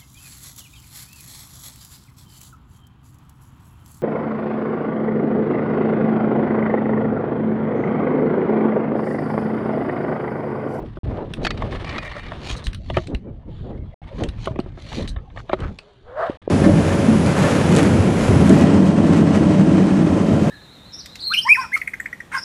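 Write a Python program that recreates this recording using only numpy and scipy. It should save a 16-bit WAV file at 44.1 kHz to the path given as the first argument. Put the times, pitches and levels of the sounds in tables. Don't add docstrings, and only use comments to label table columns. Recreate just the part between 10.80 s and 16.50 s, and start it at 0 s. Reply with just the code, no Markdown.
import sys
import numpy as np
from scipy import signal
from scipy.fft import rfft, irfft, next_fast_len
from scipy.io import wavfile
from scipy.ndimage import uniform_filter1d, map_coordinates

SR = 44100
rng = np.random.default_rng(int(sys.argv[2]) if len(sys.argv) > 2 else 0)


def digitize_waveform(pressure):
    field = np.atleast_2d(pressure).T
    bounded = np.clip(field, -1, 1)
    quanta = np.round(bounded * 32767).astype(np.int16)
    wavfile.write(sys.argv[1], SR, quanta)


N = 251348

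# time_s, level_db
WHEEL_PRESSURE = [(0.0, -48.5), (0.7, -46), (0.9, -35.5), (1.5, -41.5), (1.85, -41), (2.0, -56.5),
                  (2.63, -52.5), (2.76, -49), (3.1, -51), (3.3, -46), (3.93, -50), (4.2, -45),
                  (4.44, -52.5), (5.2, -54.5), (5.5, -43), (5.69, -50)]
# freq_hz, level_db
WHIRR_SPECTRUM = [(200, 14), (600, 22.5), (1200, 5.5), (2400, -2), (3400, -3), (4550, -19), (5100, -29.5),
                  (12000, -47.5)]
# freq_hz, level_db
GRIT_SPECTRUM = [(150, -3.5), (500, -3.5), (1200, -6.5), (2300, -10.5), (4200, -16.5), (7300, -36),
                 (10000, -33.5), (15000, -80.5)]
# time_s, bar_db, deck_db,
# brightness_hz, deck_pitch_hz
WHEEL_BLOWS = [(0.17, -33.5, -33.5, 920, 384), (0.821, -19, -31.5, 860, 560), (1.518, -23.5, -54, 573, 900),
               (2.1, -21, -29.5, 1260, 490), (2.169, -11, -19.5, 1200, 337), (2.183, -23, -26.5, 950, 425),
               (3.672, -20.5, -22, 980, 676), (3.758, -33, -31.5, 670, 366), (3.789, -22, -25, 713, 357),
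               (3.86, -41, -36.5, 400, 360), (3.974, -39, -40, 800, 400), (4.694, -23.5, -28, 900, 630),
               (4.731, -11, -17.5, 550, 350)]
# pitch_hz, width_hz, level_db
BAR_MODES = [(625, 240, 6), (1214, 270, 11), (1323, 224, 7.5), (1758, 230, 3.5), (2330, 560, -3),
             (2970, 490, -1.5), (3700, 290, -3)]
# pitch_hz, level_db, t60_s
DECK_MODES = [(205, 8, 0.034), (362, 3.5, 0.064), (560, 2, 0.044), (644.6, -4, 0.11), (957, -22, 0.0087)]
# start_s, length_s, level_db
GRIND_STROKES = [(1.04, 0.47, -34), (2.135, 0.032, -38), (4.708, 0.032, -38)]
# time_s, peak_db
KERB_CATCHES = [(0.648, -13.5), (0.667, -13), (0.705, -15.5), (0.774, -29), (0.909, -33.5), (0.956, -30),
                (1.044, -27), (1.091, -23.5), (1.126, -27), (1.157, -30), (1.181, -20.5), (1.318, -35.5),
                (1.464, -32)]
# pitch_hz, width_hz, level_db
EDGE_MODES = [(581, 28, 4), (1134, 41, -1), (1866, 98, 4.5), (2184, 74, 3), (2360, 31, 5), (2960, 100, -7),
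              (3720, 52, -8.5), (4400, 20, -4.5)]
# freq_hz, level_db
CRUSH_SPECTRUM = [(300, -6), (1100, 3), (4200, -5), (6800, -21.5), (13000, -53.5)]
# time_s, peak_db
COLUMN_KNOCKS = [(3.381, -32), (3.399, -27.5), (4.118, -27.5), (4.128, -27), (4.224, -33.5), (4.362, -28.5),
                 (4.384, -38), (4.501, -41), (4.561, -32), (4.573, -23.5)]
# pitch_hz, level_db, t60_s
CLINK_MODES = [(2830, 2, 0.017), (3930, -12, 0.014)]
# peak_s, length_s, level_db
SKID_SWELLS = [(0.34, 0.2, -48.5), (4.6, 0.025, -43), (4.835, 0.16, -40)]
# pitch_hz, width_hz, level_db
TYRE_MODES = [(1250, 650, 14), (2470, 3800, -8.5)]
# start_s, length_s, level_db
WHEEL_SPINS = [(2.69, 0.2, -61.5), (4.98, 0.69, -66.5)]
# pitch_hz, width_hz, level_db
RACE_MODES = [(3030, 700, 2.5), (3850, 700, 3), (4550, 410, 0), (6980, 250, -5), (9000, 400, -8.5)]

# peak_s, length_s, level_db
SLEEVE_BRUSHES = [(0.655, 0.043, -33), (1.705, 0.17, -35), (2.19, 0.37, -51), (3.41, 0.12, -49),
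                  (3.655, 0.17, -48), (4.02, 0.12, -52.5), (4.17, 0.25, -38.5), (4.595, 0.09, -51.5),
                  (4.87, 1, -63)]
# freq_hz, level_db
CLOTH_SPECTRUM = [(590, -7.5), (1050, -8.5), (1390, -13), (2060, -7), (4390, -7), (5100, -17), (6120, -15),
                  (9040, -30), (10600, -22.5), (15000, -51)]
# start_s, length_s, level_db
CUFF_DRAGS = [(1.762, 0.015, -40.5), (1.838, 0.028, -41.5), (4.276, 0.014, -38.5)]
# time_s, peak_db, brightness_hz
MOUNT_TICKS = [(0.536, -25, 9000), (1.8677, -22.5, 8130), (1.931, -34, 4000), (1.946, -29.5, 14100),
               (2.2704, -33.5, 2940), (2.347, -28, 3000), (3.4353, -24, 4870), (3.487, -31.5, 8500),
               (3.657, -28, 4870), (3.7998, -33, 5000), (4.224, -36.5, 5800), (4.2756, -30, 5930),
               (4.802, -37, 8950), (4.987, -28.5, 2900)]
# pitch_hz, width_hz, level_db
MOUNT_MODES = [(1600, 700, 1), (2880, 220, 11), (3950, 330, 7.5), (6300, 1100, -6), (8700, 1000, -6)]
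# start_s, peak_db, pitch_hz
CAMERA_BUMPS = [(1.72, -19.5, 49), (1.864, -17.5, 39.3), (2.172, -11.5, 116), (2.342, -14, 51),
                (3.416, -16.5, 83), (3.482, -18, 66), (3.708, -17, 114), (3.792, -12, 235),
                (4.22, -18.5, 92), (4.362, -18, 56), (4.816, -16, 98), (5.497, -12, 306), (5.677, -8, 427)]

# time_s, level_db
WIND_PRESSURE = [(0.16, -35), (0.26, -27), (0.5, -35.5), (0.63, -27.5), (1.35, -37.5), (2.15, -31.5),
                 (2.41, -46), (2.62, -40), (2.76, -32), (3.3, -37.5), (3.75, -33), (4.03, -39.5),
                 (4.25, -29), (4.67, -41), (4.9, -25), (5.02, -61.5), (5.69, -39)]
# freq_hz, level_db
BUFFET_SPECTRUM = [(12, -28.5), (30, 0.5), (115, -2.5), (180, -11.5), (300, -20.5), (2000, -86.5)]
# peak_s, length_s, level_db, upper_edge_hz
PORT_GUSTS = [(0.007, 0.19, -35.5, 990), (0.305, 0.26, -34, 950), (0.39, 0.34, -31.5, 1060),
              (0.616, 0.24, -29, 696), (0.84, 0.73, -34.5, 806), (1.148, 0.22, -35.5, 714),
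              (1.595, 1, -43.5, 673), (2.133, 0.026, -31.5, 580), (2.317, 0.19, -31.5, 700),
              (2.482, 0.23, -36.5, 570), (2.695, 0.14, -36, 530), (2.893, 0.38, -36.5, 743),
              (3.425, 0.15, -24.5, 760), (3.73, 0.34, -38, 610), (4.197, 0.14, -28.5, 745),
              (4.834, 0.28, -36.5, 728)]
# freq_hz, level_db
EDDY_SPECTRUM = [(90, -3), (400, 1.5), (800, -4), (1020, -9), (1350, -18.5), (3300, -38), (11000, -91.5)]
EDDY_EDGE_HZ = 1000
# time_s, pitch_hz
WHISTLE_PITCH = [(4.98, 411.6), (5.08, 425), (5.22, 370.5), (5.285, 492.4), (5.345, 515.5), (5.396, 641),
                 (5.435, 670.6), (5.505, 568), (5.57, 360)]
# freq_hz, level_db
RUSH_SPECTRUM = [(250, -27), (600, 13.5), (900, 2), (1200, 4), (1700, -1), (2300, -20.5), (4800, -31.5),
                 (5500, -41), (12000, -48)]
# freq_hz, gain_db
HOUSING_RESPONSE = [(9000, 0.5), (11000, -8), (15500, -13.5)]
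# start_s, end_s
DROPOUTS = [(0.188, 0.233), (3.143, 3.217), (5.572, 5.618)]


def wheels(frame_db=-5, grit_db=-3, whirr_db=-1, bumpy_db=3.5, chatter_db=-27, bite_db=-46):
    jolts = [(s, 0, bar_db + chatter_db) for s, bar_db, *_ in WHEEL_BLOWS]
    chatter = strokes(jolts, attack_s=0.0065, sag_db_per_s=1, release_s=0.0054)
    press = np.hypot(amp(curves(WHEEL_PRESSURE)[0]), chatter)
    grit_share = press ** 4 / (press ** 4 + amp(bite_db) ** 4)
    load = amp(bumpy_db * wobble(80))
    frame = unit(ringing(load * grains(rate=900, spread_db=2), BAR_MODES))
    crunch = grains(rate=8000, spread_db=2.5)
    grit = raspy(coloured(load * crunch, GRIT_SPECTRUM), depth_db=-1)
    whirr = raspy(coloured(rng.standard_normal(N), WHIRR_SPECTRUM), depth_db=7.5)
    rough = amp(frame_db) * frame + amp(grit_db) * grit
    return press * (np.sqrt(grit_share) * rough + np.sqrt(1 - grit_share) * amp(whirr_db) * whirr)


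def clacks(bar_gain_db=4, deck_gain_db=9, crack_db=-22, rattle_db=-23, scuff_db=-21, hardness=3.56):
    out, t = np.zeros(N), np.arange(SR // 6) / SR
    for s, bar_db, deck_db, bright_hz, deck_hz in WHEEL_BLOWS:
        force = contact(t, t60=0.0088) * (1 - np.exp(-t / 0.0088))
        force += amp(rattle_db) * contact(t, t60=0.036)
        force = filtered(force, lambda hz: 1 / (1 + 1j * hz / (hardness * bright_hz)) ** 2)
        add(out, s, ringing(force, struck(BAR_MODES)) + amp(crack_db) * force, bar_db + bar_gain_db)
        scuff = ringing(contact(t, t60=0.09)[::-1], BAR_MODES)
        add(out, s - t[-1], scuff, bar_db + scuff_db)
        add(out, s, deck_knock(t, deck_hz), deck_db + deck_gain_db)
    return out


def deck_knock(t, centre_hz, reach_octaves=0.75, attack_s=0.0012):
    knock = 0
    for hz, db, t60 in DECK_MODES:
        weight = 1 / (1 + (np.log2(hz / centre_hz) / reach_octaves) ** 2)
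        turns = hz * rng.normal(1, 0.023) * t + rng.random()
        knock += weight * amp(db - 60 * t / t60) * np.sin(2 * np.pi * turns)
    return knock * (1 - np.exp(-t / attack_s))


def deck_grind(crunch_db=-7, shift_db=5, chips_per_s=110, crumble_t60_s=0.016):
    drag = strokes(GRIND_STROKES, attack_s=0.017, sag_db_per_s=16, release_s=0.0053)
    slips = grains(rate=1500, spread_db=2)
    chips = (rng.random(N) < chips_per_s / SR) * rng.uniform(0.5, 1, N)
    crumble = amp(-60 * np.arange(SR // 20) / SR / crumble_t60_s)
    crushed = unit(signal.fftconvolve(chips, crumble)[:N] * rng.standard_normal(N))
    song = sum((-1) ** k * ringing(slips + crushed, [mode]) * amp(shift_db * wobble(19))
               for k, mode in enumerate(EDGE_MODES))
    crunch = raspy(coloured(crushed, CRUSH_SPECTRUM), depth_db=5.5)
    return drag * (unit(song) + amp(crunch_db) * crunch)


def kerb_catches(gain_db=2, crack_db=-3):
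    out, t = np.zeros(N), np.arange(SR // 12) / SR
    for s, db in KERB_CATCHES:
        force = contact(t, t60=0.019) * (1 - np.exp(-t / 0.012))
        crack = filtered(force, lambda hz: shape(CRUSH_SPECTRUM, hz))
        add(out, s, ringing(force, struck(EDGE_MODES)) + amp(crack_db) * crack, db + gain_db)
    return out


def column_rattles(cutoff_hz=2200):
    out, t = np.zeros(N), np.arange(SR // 20) / SR
    for s, db in COLUMN_KNOCKS:
        force = filtered(contact(t, t60=0.043), lambda hz: 1 / (1 + 1j * hz / cutoff_hz))
        add(out, s, ringing(force, BAR_MODES), db)
    return out


def steel_clink(start_s=2.349, peak_db=-22):
    out, t = np.zeros(N), np.arange(SR // 10) / SR
    ring = sum(amp(db - 60 * t / t60) * np.sin(2 * np.pi * hz * t) for hz, db, t60 in CLINK_MODES)
    add(out, start_s, ring, peak_db)
    return out


def skids(gain_db=1, cutoff_hz=3500):
    slips = grains(rate=2000, spread_db=1)
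    scuff = filtered(ringing(slips, TYRE_MODES), lambda hz: 1 / (1 + (hz / cutoff_hz) ** 2))
    return amp(gain_db) * swells(SKID_SWELLS, rise=0.47, curve=2.35) * unit(scuff)


def bearings():
    spin = strokes(WHEEL_SPINS, attack_s=0.04, sag_db_per_s=6.5, release_s=0.039)
    balls = grains(rate=9000, spread_db=1)
    return spin * unit(ringing(ringing(balls, RACE_MODES), RACE_MODES))


def sleeves(gain_db=3, rest_db=-86):
    brush = swells(SLEEVE_BRUSHES, rise=0.58, curve=1.25) + amp(rest_db)
    fibres = grains(rate=8800, spread_db=-2.5) * amp(2.85 * wobble(290))
    snags = 0.25 * grains(rate=90, spread_db=1)
    return amp(gain_db) * brush * raspy(coloured(fibres + snags, CLOTH_SPECTRUM), depth_db=3)


def cuff_rasps():
    drag = strokes(CUFF_DRAGS, attack_s=0.0066, sag_db_per_s=51, release_s=0.015)
    slips = grains(rate=3000, spread_db=3)
    return drag * unit(ringing(slips, MOUNT_MODES[2:]))


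def mount_ticks(gain_db=4, rattle_db=-24, crack_db=-16):
    out, t = np.zeros(N), np.arange(SR // 20) / SR
    for s, db, bright_hz in MOUNT_TICKS:
        force = contact(t, t60=0.015) * (1 - np.exp(-t / 0.0013))
        force += amp(rattle_db) * contact(t, t60=0.13)
        force = filtered(force, lambda hz: 1 / (1 + 1j * hz / bright_hz))
        add(out, s, ringing(force, struck(MOUNT_MODES)) + amp(crack_db) * force, db + gain_db)
    return out


def camera_bumps(gain_db=-1, width_cycles=0.41):
    out, t = np.zeros(N), np.arange(SR // 6) / SR
    for s, db, hz in CAMERA_BUMPS:
        turns = hz * t
        swing = turns ** 2 * np.exp(-np.sqrt(2) * turns / width_cycles)
        add(out, s, -np.sin(2 * np.pi * turns) * swing, db + gain_db)
    return out


def wind_buffeting(gain_db=-1, gust_db=-9, flutter_db=3.26):
    gusts = swells([row[:3] for row in PORT_GUSTS], rise=0.39, curve=1.8)
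    pressure = np.hypot(amp(curves(WIND_PRESSURE)[0]), amp(gust_db) * gusts)
    flutter = amp(gain_db + flutter_db * wobble(22))
    return pressure * flutter * coloured(rng.standard_normal(N), BUFFET_SPECTRUM)


def wind_eddies(gain_db=3.5, flutter_db=2.3, rise=0.44, curve=1.6, sag_octaves=1.51):
    hz, t, noise = signal.stft(rng.standard_normal(N), SR, nperseg=512)
    power = 0
    for s, length, db, peak_edge_hz in PORT_GUSTS:
        distance = from_peak(t - s, length, rise)
        edge_hz = peak_edge_hz / 2 ** (sag_octaves * np.minimum(distance, 1))
        colour = shape(EDDY_SPECTRUM, hz[:, None] * EDDY_EDGE_HZ / edge_hz) ** 2
        power += swell_power(distance, db, curve) * colour / colour.mean(axis=0)
    eddies = signal.istft(noise * np.sqrt(power), SR, nperseg=512)[1][:N]
    return amp(gain_db + flutter_db * wobble(60)) * eddies


def port_whistle(waver=0.0256, flutter_db=1.5, tone_db=-23, rush_db=-22):
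    pitch, = curves(WHISTLE_PITCH)
    t = np.arange(N) / SR
    blowing = uniform_filter1d(1. * ((t > WHISTLE_PITCH[0][0]) & (t < WHISTLE_PITCH[-1][0])), size=1024)
    wavering_hz = pitch + waver * pitch.max() * wobble(220)
    phase = 2 * np.pi * np.cumsum(wavering_hz) / SR
    tone = unit(np.sin(phase) * amp(flutter_db * wobble(110)))
    rush = coloured(rng.standard_normal(N), RUSH_SPECTRUM)
    octaves = np.log2(pitch / pitch.max())
    return blowing * (amp(tone_db + 50 * octaves) * tone + amp(rush_db + 54 * octaves) * rush)


def raspy(x, depth_db):
    spectra = signal.stft(x, nperseg=1024)[2]
    patches = uniform_filter1d(rng.standard_normal(spectra.shape), size=5, axis=0)
    patches = uniform_filter1d(patches, size=6, axis=1)
    return unit(signal.istft(spectra * amp(depth_db * unit(patches)), nperseg=1024)[1][:N])


def struck(modes, detune=0.06, scatter_db=2):
    return [(hz * rng.normal(1, detune), width, db + rng.normal(0, scatter_db))
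            for hz, width, db in modes]


def strokes(rows, attack_s, sag_db_per_s, release_s):
    t, gain = np.arange(N) / SR, 0
    for s, length, db in rows:
        attack = np.clip((t - s) / attack_s, 0, 1)
        hold = amp(db - sag_db_per_s * np.maximum(t - s, 0))
        release = np.exp(-np.maximum(t - s - length, 0) / release_s)
        gain += attack * hold * release
    return gain


def swells(rows, rise, curve):
    t = np.arange(N) / SR
    return np.sqrt(sum(swell_power(from_peak(t - s, length, rise), db, curve) for s, length, db in rows))


def swell_power(distance, peak_db, curve):
    return amp(peak_db - 20 * np.minimum(distance ** curve, 10)) ** 2


def from_peak(t, length, rise):
    return np.maximum(-t / rise, t / (1 - rise)) / length


def amp(db):
    return 10 ** (np.asarray(db) / 20)


def unit(x):
    return x / np.sqrt(np.mean(x ** 2) + 1e-20)


def shape(points, hz):
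    f, db = np.transpose(points)
    return amp(np.interp(np.log(hz + 1), np.log(f + 1), db))


def curves(rows):
    s, *cols = np.transpose(rows)
    return [np.interp(np.arange(N) / SR, s, c) for c in cols]


def wobble(rate):
    return map_coordinates(rng.standard_normal(int(N * rate / SR) + 4), [np.arange(N) * rate / SR])


def filtered(x, response):
    size = next_fast_len(len(x) + 8192)
    return irfft(rfft(x, size) * response(np.fft.rfftfreq(size, 1 / SR)), size)[:len(x)]


def coloured(x, points):
    return unit(filtered(x, lambda hz: shape(points, hz)))


def ringing(x, modes):
    return filtered(x, lambda f: sum((-1) ** k * amp(db) * 1j * f * w / (c * c - f * f + 1j * f * w)
                                     for k, (c, w, db) in enumerate(modes)))


def grains(rate, spread_db):
    return unit((rng.random(N) < rate / SR) * rng.standard_normal(N)
                * amp(spread_db * rng.standard_normal(N)))


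def contact(t, t60):
    return rng.standard_normal(len(t)) * amp(-60 * t / t60)


def add(track, s, sound, db):
    part = track[max(round(s * SR), 0):][:len(sound)]
    part += (amp(db) * sound / np.abs(sound).max())[:len(part)]


def scene():
    wind = wind_buffeting() + wind_eddies() + port_whistle()
    scooter = wheels() + skids() + bearings() + deck_grind()
    knocks = kerb_catches() + clacks() + column_rattles() + steel_clink()
    handling = sleeves() + cuff_rasps() + mount_ticks() + camera_bumps()
    return (scooter + knocks + handling + wind)[None]


def record(dry, ceiling=0.52, top_hz=15800):
    t = np.arange(N) / SR
    live = 1. - sum((t > start) & (t < end) for start, end in DROPOUTS)
    dulled = filtered(dry[0], lambda hz: shape(HOUSING_RESPONSE, hz))
    rounded = dulled / (1 + (dulled / ceiling) ** 4) ** 0.25
    return filtered(rounded * uniform_filter1d(live, size=32), lambda hz: hz < top_hz)[None]


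dry = scene()
out = record(dry)
digitize_waveform(out)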